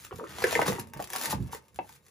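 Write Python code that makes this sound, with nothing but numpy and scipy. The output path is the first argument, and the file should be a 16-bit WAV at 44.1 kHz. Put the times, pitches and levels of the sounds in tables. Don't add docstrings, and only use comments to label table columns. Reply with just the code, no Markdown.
import sys
import numpy as np
from scipy import signal
from scipy.fft import rfft, irfft
from scipy.io import wavfile
from scipy.ndimage import uniform_filter1d

SR = 44100
rng = np.random.default_rng(int(sys.argv[2]) if len(sys.argv) > 2 else 0)


def undo_db(level):
    steps = np.asarray(level, float) / 20
    return 10 ** steps


def unload_audio(sound):
    columns = np.transpose(np.atleast_2d(sound))
    steps = np.round(np.clip(columns, -1, 1) * 32767)
    wavfile.write(sys.argv[1], SR, steps.astype(np.int16))


N = 92610

# time in seconds, rattle level in dB, flap level in dB.
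SHAKE = [(0, -63, -50.5), (.1, -81, -59), (.22, -67, -50), (.32, -55.5, -50), (.43, -45, -43.5),
         (.6, -81, -51), (.73, -37.5, -69), (.9, -66, -49.5), (.98, -47.5, -48), (1.07, -55.5, -59),
         (1.25, -41, -48.5), (1.4, -59, -43.5), (1.5, -55.5, -53.5), (1.56, -62.5, -55.5),
         (1.7, -70.5, -62.5), (2.1, -74, -61)]
# mode in Hz, level in dB, time to fall 60 dB in seconds.
ROLL_MODES = [(330, -14, .02), (420, -9, .025), (478, -1, .07), (530, -10, .015), (680, -8, .012),
              (820, -8, .012), (937, -8, .055), (1150, -7, .014), (1400, -8, .01), (1650, -6, .012),
              (1920, -5, .02), (2250, -8, .008), (2700, -7, .008)]
# mode in Hz, level in dB, time to fall 60 dB in seconds.
CASE_MODES = [(285, -8, 0.01), (450, -3.5, 0.024), (593, 2, 0.0093), (790, -18.5, .014),
              (909.5, -5.5, 0.069), (1030, -6.5, 0.01), (1093, -0.5, 0.014), (1420, -28, 0.0033),
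              (1650, -3.5, .01), (2110, -10, 0.017), (2596, -10.5, 0.017)]


def evened(x):
    return x / np.sqrt(np.mean(x ** 2) + 1e-20)


def read(points, hz):
    f, value = np.transpose(points)
    return np.interp(np.log(hz + 1), np.log(f + 1), value)


def curve(table, column):
    rows = np.array(table)
    return np.interp(np.arange(N) / SR, rows[:, 0], rows[:, column])


def colour(x, points):
    log_gain = np.log(undo_db(read(points, abs(np.fft.fftfreq(8192, 1 / SR)))))
    taps = np.fft.ifft(np.exp(np.conj(signal.hilbert(log_gain)))).real[:4096]
    return signal.oaconvolve(x, taps)[:N]


def drift(hz):
    spectrum = rfft(rng.standard_normal(N))
    return evened(irfft(spectrum / (1 + (np.fft.rfftfreq(N, 1 / SR) / hz) ** 2), N))


def sparse(per_s, spread_db):
    draw = rng.random((N, 3))
    happens = draw[:, 0] < per_s / SR
    size_db = spread_db * np.minimum(-np.log(draw[:, 2] + 1e-9), 4)
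    return happens * np.sign(draw[:, 1] - 0.5) * undo_db(size_db)


def add(mix, s, sound):
    part = mix[round(s * SR):][:len(sound)]
    part += sound[:len(part)]


def kitchen_hush():
    # frequency in Hz, level in dB.
    spectrum = [(18, -7), (30, -6.5), (165, 11), (239, 0.5), (486, 29), (2230, -68.5), (8520, -33),
                (11400, -27.5), (16000, -33)]
    return undo_db(-74.5) * evened(colour(rng.standard_normal(N), spectrum))


def crackle():
    # time in seconds, crackle level in dB.
    pull = [(0, -52), (.08, -56), (.1, -68), (.34, -49), (.4, -42), (.6, -37.5), (.645, -49), (.68, -36),
            (.82, -60.5), (.86, -71), (.93, -78.5), (1.02, -52), (1.07, -89), (1.23, -40.5), (1.33, -44.5),
            (1.38, -69.5), (1.5, -69.5), (2.1, -85)]
    # middle in seconds, half length in seconds, level in dB.
    rustles = [(0.798, 0.004, -45.5), (1.12, 0.0076, -45), (1.148, 0.02, -43.5), (1.188, 0.018, -48),
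               (1.246, 0.018, -46), (1.308, 0.0098, -45), (1.463, 0.041, -71), (1.544, 0.033, -51.5),
               (1.768, 0.018, -62.5), (1.914, 0.081, -65.5), (2.065, 0.037, -67.5)]
    releases_per_s, spread_db, clump_db, hiss_db = 1500, 4.5, 2.5, -6
    grain_t60, shapes = 0.0078, 24
    t, now = np.arange(800) / SR, np.arange(N) / SR
    clump = undo_db(clump_db * drift(25))
    grains = np.zeros(N)
    for _ in range(shapes):
        grain = rng.standard_normal(800) * undo_db(-60 * t / grain_t60)
        grains += signal.oaconvolve(sparse(releases_per_s / shapes, spread_db), grain)[:N]
    level = undo_db(curve(pull, column=1))
    for s, half, db in rustles:
        level = level + undo_db(db) * np.exp(-((now - s) / half) ** 4)
    hiss = undo_db(hiss_db) * rng.standard_normal(N)
    return evened(clump * (evened(grains) + hiss)) * level


def snaps():
    # start in seconds, peak level in dB.
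    releases = [(0.0483, -30), (0.0654, -40), (0.1585, -38), (0.4400, -18), (0.5255, -31), (0.5525, -21),
                (0.6160, -20), (0.6614, -23), (0.6774, -20), (0.682, -21), (0.7148, -30), (0.729, -29),
                (0.7956, -29), (0.8713, -46), (0.886, -51), (0.898, -50), (0.9348, -33), (0.9722, -39),
                (1.0015, -38), (1.0236, -29), (1.041, -28), (1.073, -35), (1.095, -40), (1.1014, -29),
                (1.1328, -21), (1.1603, -19), (1.2126, -21), (1.236, -25), (1.2565, -17), (1.3154, -30),
                (1.3224, -26), (1.4245, -46), (1.441, -50), (1.5183, -41), (1.5268, -36), (1.5474, -29),
                (1.6821, -48), (1.7444, -46), (1.7589, -42), (1.8916, -39), (2.0642, -46), (2.0827, -48)]
    level_db, rise_s, t60 = -1.5, 0.0015, 0.0091
    tail_db, tail_t60 = -14.5, 0.027
    out, t = np.zeros(N), np.arange(2000) / SR
    fall = undo_db(-60 * t / t60) + undo_db(tail_db - 60 * t / tail_t60)
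    shape = fall * np.minimum(t / rise_s, 1)
    for s, db in releases:
        add(out, s, undo_db(db + level_db) * shape * rng.standard_normal(2000))
    return out


def film():
    # frequency in Hz, level in dB.
    bright = [(550, -2), (1200, 6.5), (3000, 3.5), (5000, 3), (8000, 5), (11000, 4.5), (14000, 3.5),
              (16000, 8)]
    shade_db = -3
    shaded = [(hz, db + shade_db * np.log2(hz / 4000)) for hz, db in bright]
    now = np.arange(N) / SR
    under_hand = (now > 0.2) * (now < 0.7)
    bed = undo_db(-0.6) * (crackle() + snaps())
    return colour(bed * under_hand, shaded) + colour(bed * (1 - under_hand), bright)


def flap():
    # frequency in Hz, level in dB.
    spectrum = [(20, -12), (40, -5.5), (62, 1.5), (130, -1), (220, -3.5), (400, -18.5), (1000, -48.5)]
    level_db, lump_db = -6.5, 6.5
    air = evened(colour(rng.standard_normal(N), spectrum))
    return air * undo_db(curve(SHAKE, column=2) + level_db + lump_db * drift(6.2))


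def ring(modes, bright_db=0, deep_db=0):
    t, out = np.arange(SR // 4) / SR, 0
    for hz, db, t60 in modes:
        level_db = db + bright_db * (hz > 1300) + deep_db * (hz < 600)
        out = out + undo_db(level_db - 60 * t / t60) * np.sin(2 * np.pi * hz * t)
    return out


def blows(table, modes, level_db):
    detune, vary_db = 0.035, 3.0
    contact_s, chatter_db, chatter_s = 0.00025, -22.0, 0.0045
    thump_db, thump_turns = -1.0, 0.8
    out, t = np.zeros(N), np.arange(600) / SR
    for s, db, bright_db, deep_db, hz in table:
        spot = np.array(modes) * 1.0
        low_hold = np.minimum(spot[:, 0] / 1500, 1)
        spot[:, 0] *= 1 + detune * rng.standard_normal(len(modes)) * low_hold
        spot[:, 1] += vary_db * rng.standard_normal(len(modes))
        chatter = rng.standard_normal(600) * np.exp(-t / chatter_s) * np.minimum(t / contact_s, 1)
        push = (t == 0) + undo_db(chatter_db) * chatter
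        body = ring(spot, bright_db, deep_db)
        u = t * hz / thump_turns
        thump = u * np.exp(1 - u) * np.sin(2 * np.pi * hz * t)
        thump = abs(body).max() * undo_db(thump_db) * thump
        body[:600] = body[:600] * (1 - np.exp(-t / contact_s)) + thump
        body = signal.fftconvolve(body, push)
        add(out, s, undo_db(db + level_db) * body / abs(body).max())
    return out


def rattle():
    swap_s = 0.85
    on_roll = np.clip((swap_s - np.arange(N) / SR) * 20, 0, 1)
    hits = evened(sparse(400, 1.5)) * undo_db(curve(SHAKE, column=1))
    out = np.zeros(N)
    for share, modes in ((on_roll, ROLL_MODES), (1 - on_roll, CASE_MODES)):
        body = ring(modes)
        out += signal.oaconvolve(hits * share, body / np.linalg.norm(body))[:N]
    return out


def roll_bumps():
    # start in seconds, peak in dB, extra brightness in dB, extra depth in dB, thump in Hz.
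    bumps = [(0.110, -32, -5, 1, 1180), (0.116, -31.5, 13, -12, 410), (0.126, -30, 6, 1, 1015),
             (0.188, -32, -12, -5, 457), (0.197, -29, -13, -5, 1110), (0.209, -30.5, -20, 1, 473),
             (0.217, -31.5, -20, 16, 450), (0.233, -27.5, -11, 12, 468), (0.240, -28.5, -11, 6, 1140),
             (0.268, -38.5, 5, -17, 1790), (0.421, -24, 0, -2, 905), (0.4400, -9, -3.5, 1, 1710),
             (0.451, -21, 2, -20, 523), (0.526, -21, 2, -20, 594), (0.553, -10.5, -13, -10.5, 1950),
             (0.559, -18, -19, 7, 480), (0.573, -25, -12, -20, 950), (0.592, -9, -29, 0, 778),
             (0.600, -28, -10, -14, 1150), (0.616, -13, 13, -17, 1850), (0.620, -16, -18, -11, 556),
             (0.663, -20, 7.5, 15, 890), (0.681, -18.5, 30, -16, 422), (0.685, -21.5, 0, 9, 765),
             (0.695, -30, -25, 4, 460), (0.699, -20.5, -25, 6, 450), (0.722, -22.5, 13, -19, 793),
             (0.729, -28.5, -21, -19, 1050)]
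    return blows(bumps, ROLL_MODES, -1.08)


def thuds():
    # start in seconds, peak level in dB, starting pitch in Hz.
    tugs = [
        (0.126, -36.5, 163),
        (0.442, -39.5, 125),
        (0.59, -36, 110),
        (0.681, -24, 244),
        (.745, -40, 194),
        (.785, -32.5, 250.5),
        (0.995, -45, 235),
        (1.33, -25.5, 209),
        (1.792, -44, 211),
    ]
    rise_s, t60, sag, sag_s, rough = 0.0081, 0.16, 0.6, 0.0334, 0.741
    out, t = np.zeros(N), np.arange(SR // 4) / SR
    for s, db, hz in tugs:
        wobble = evened(uniform_filter1d(rng.standard_normal(len(t)), 300))
        pitch = hz * (1 - sag * (1 - np.exp(-t / sag_s))) * np.exp(rough * wobble / 2)
        level = undo_db(db - 60 * t / t60) * np.minimum(t / rise_s, 1)
        add(out, s, level * np.sin(2 * np.pi * np.cumsum(pitch) / SR))
    return out


def case_knocks():
    # start in seconds, peak in dB, extra brightness in dB, extra depth in dB, thump in Hz.
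    knocks = [(0.384, -33, -2, -2, 840), (0.784, -30.5, -23, -20, 890), (0.936, -34, -19, -22, 1860),
              (0.994, -29.5, -16, -12, 450), (1.000, -24, -9, -0.5, 753), (1.102, -39, 11, -1, 880),
              (1.137, -34, 10, -8, 910), (1.154, -26, -4, -30, 840), (1.162, -33.5, -21, -22, 840),
              (1.215, -34, 9, -13, 800), (1.244, -30.5, -2, -14, 940), (1.260, -40, 0, -6, 860),
              (1.294, -33, 12, -13, 850), (1.307, -36, -5, -27, 900), (1.328, -21, -14, 6, 880),
              (1.333, -27, -25, -8, 560), (1.532, -27, -7, 5, 930), (1.547, -35.5, -2, -3, 490),
              (1.789, -21, 4.5, -2, 796), (1.895, -45, -25, 8, 880)]
    return blows(knocks, CASE_MODES, 1)


def room(x):
    # frequency in Hz, time to fall 60 dB in seconds.
    decay = [(100, 0.34), (500, 0.15), (2000, 0.16), (6000, 0.12), (15000, 0.061)]
    taps = np.zeros((2, SR // 2))
    at = np.arange(120, SR // 2 - 20, 20) + rng.integers(0, 20, (2, (SR // 2 - 121) // 20))
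    np.put_along_axis(taps, at, rng.choice([-1.0, 1.0], at.shape), 1)
    hz, t, z = signal.stft(taps, SR, nperseg=256)
    tail = signal.istft(z * undo_db(-60 * t / read(decay, hz)[:, None]), SR, nperseg=256)[1]
    return signal.fftconvolve(x[None], tail / np.linalg.norm(tail[0]), axes=1)[:, :N]


def turning_echoes(feed):
    turns_per_s = 3
    turn = 2 * np.pi * turns_per_s * np.arange(N) / SR
    return room(feed * np.sin(turn)) + room(feed * np.cos(turn))


def two_ports(direct, echoes):
    # frequency in Hz, phase in radians.
    lag = [(0, 0), (950, 1.1), (2070, 0.3), (3190, 1.3), (4820, 0.4), (7240, -0.5), (8100, -3.5),
           (8870, -3.6), (10400, -6.3), (11600, -6.5), (12600, -9.1), (14000, -9.6), (15200, -12.5),
           (16500, -12.5)]
    # frequency in Hz, level in dB.
    lean = [(60, -4.5), (240, -3), (950, 1.5), (3770, 2), (15000, 0.5)]
    shared_from_hz, shared_below_hz = 8000, 400
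    hz, (lag_hz, phase) = np.fft.rfftfreq(2 * N, 1 / SR), np.transpose(lag)
    half = undo_db(read(lean, hz) / 2) * np.exp(0.5j * np.interp(hz, lag_hz, phase))
    a, b = rfft(echoes, 2 * N)
    same = 1 / (1 + (shared_from_hz / (hz + 1)) ** 8) + 0.7 / (1 + (hz / shared_below_hz) ** 4)
    same = np.clip(same, 0, 1)
    wet = np.array([a, same * a + np.sqrt(1 - same ** 2) * b])
    return irfft((rfft(direct, 2 * N) + wet) * np.array([half, 1 / half]))[:, :N]


def scene():
    hush = kitchen_hush()
    sheet = film()
    air = flap() + thuds()
    case = rattle() + roll_bumps() + case_knocks()
    case = signal.sosfilt(signal.butter(2, 330, "high", fs=SR, output="sos"), case)
    feed = undo_db(-9.0) * air + undo_db(-5.5) * case + undo_db(-3.5) * sheet
    return two_ports(case + sheet + air + hush, turning_echoes(feed))


def band_limit(x):
    return signal.sosfilt(signal.butter(12, 16980, fs=SR, output="sos"), x)


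def record(dry):
    low_cut_hz, edge_hz, leak_db = 55, 15300, -32
    cut = signal.sosfilt(signal.butter(4, low_cut_hz, "high", fs=SR, output="sos"), dry)
    limited = signal.oaconvolve(cut, signal.firwin(255, edge_hz, fs=SR)[None], "same")
    mix = limited + undo_db(leak_db) * cut
    return band_limit(mix)


dry = scene()
out = record(dry)
unload_audio(out)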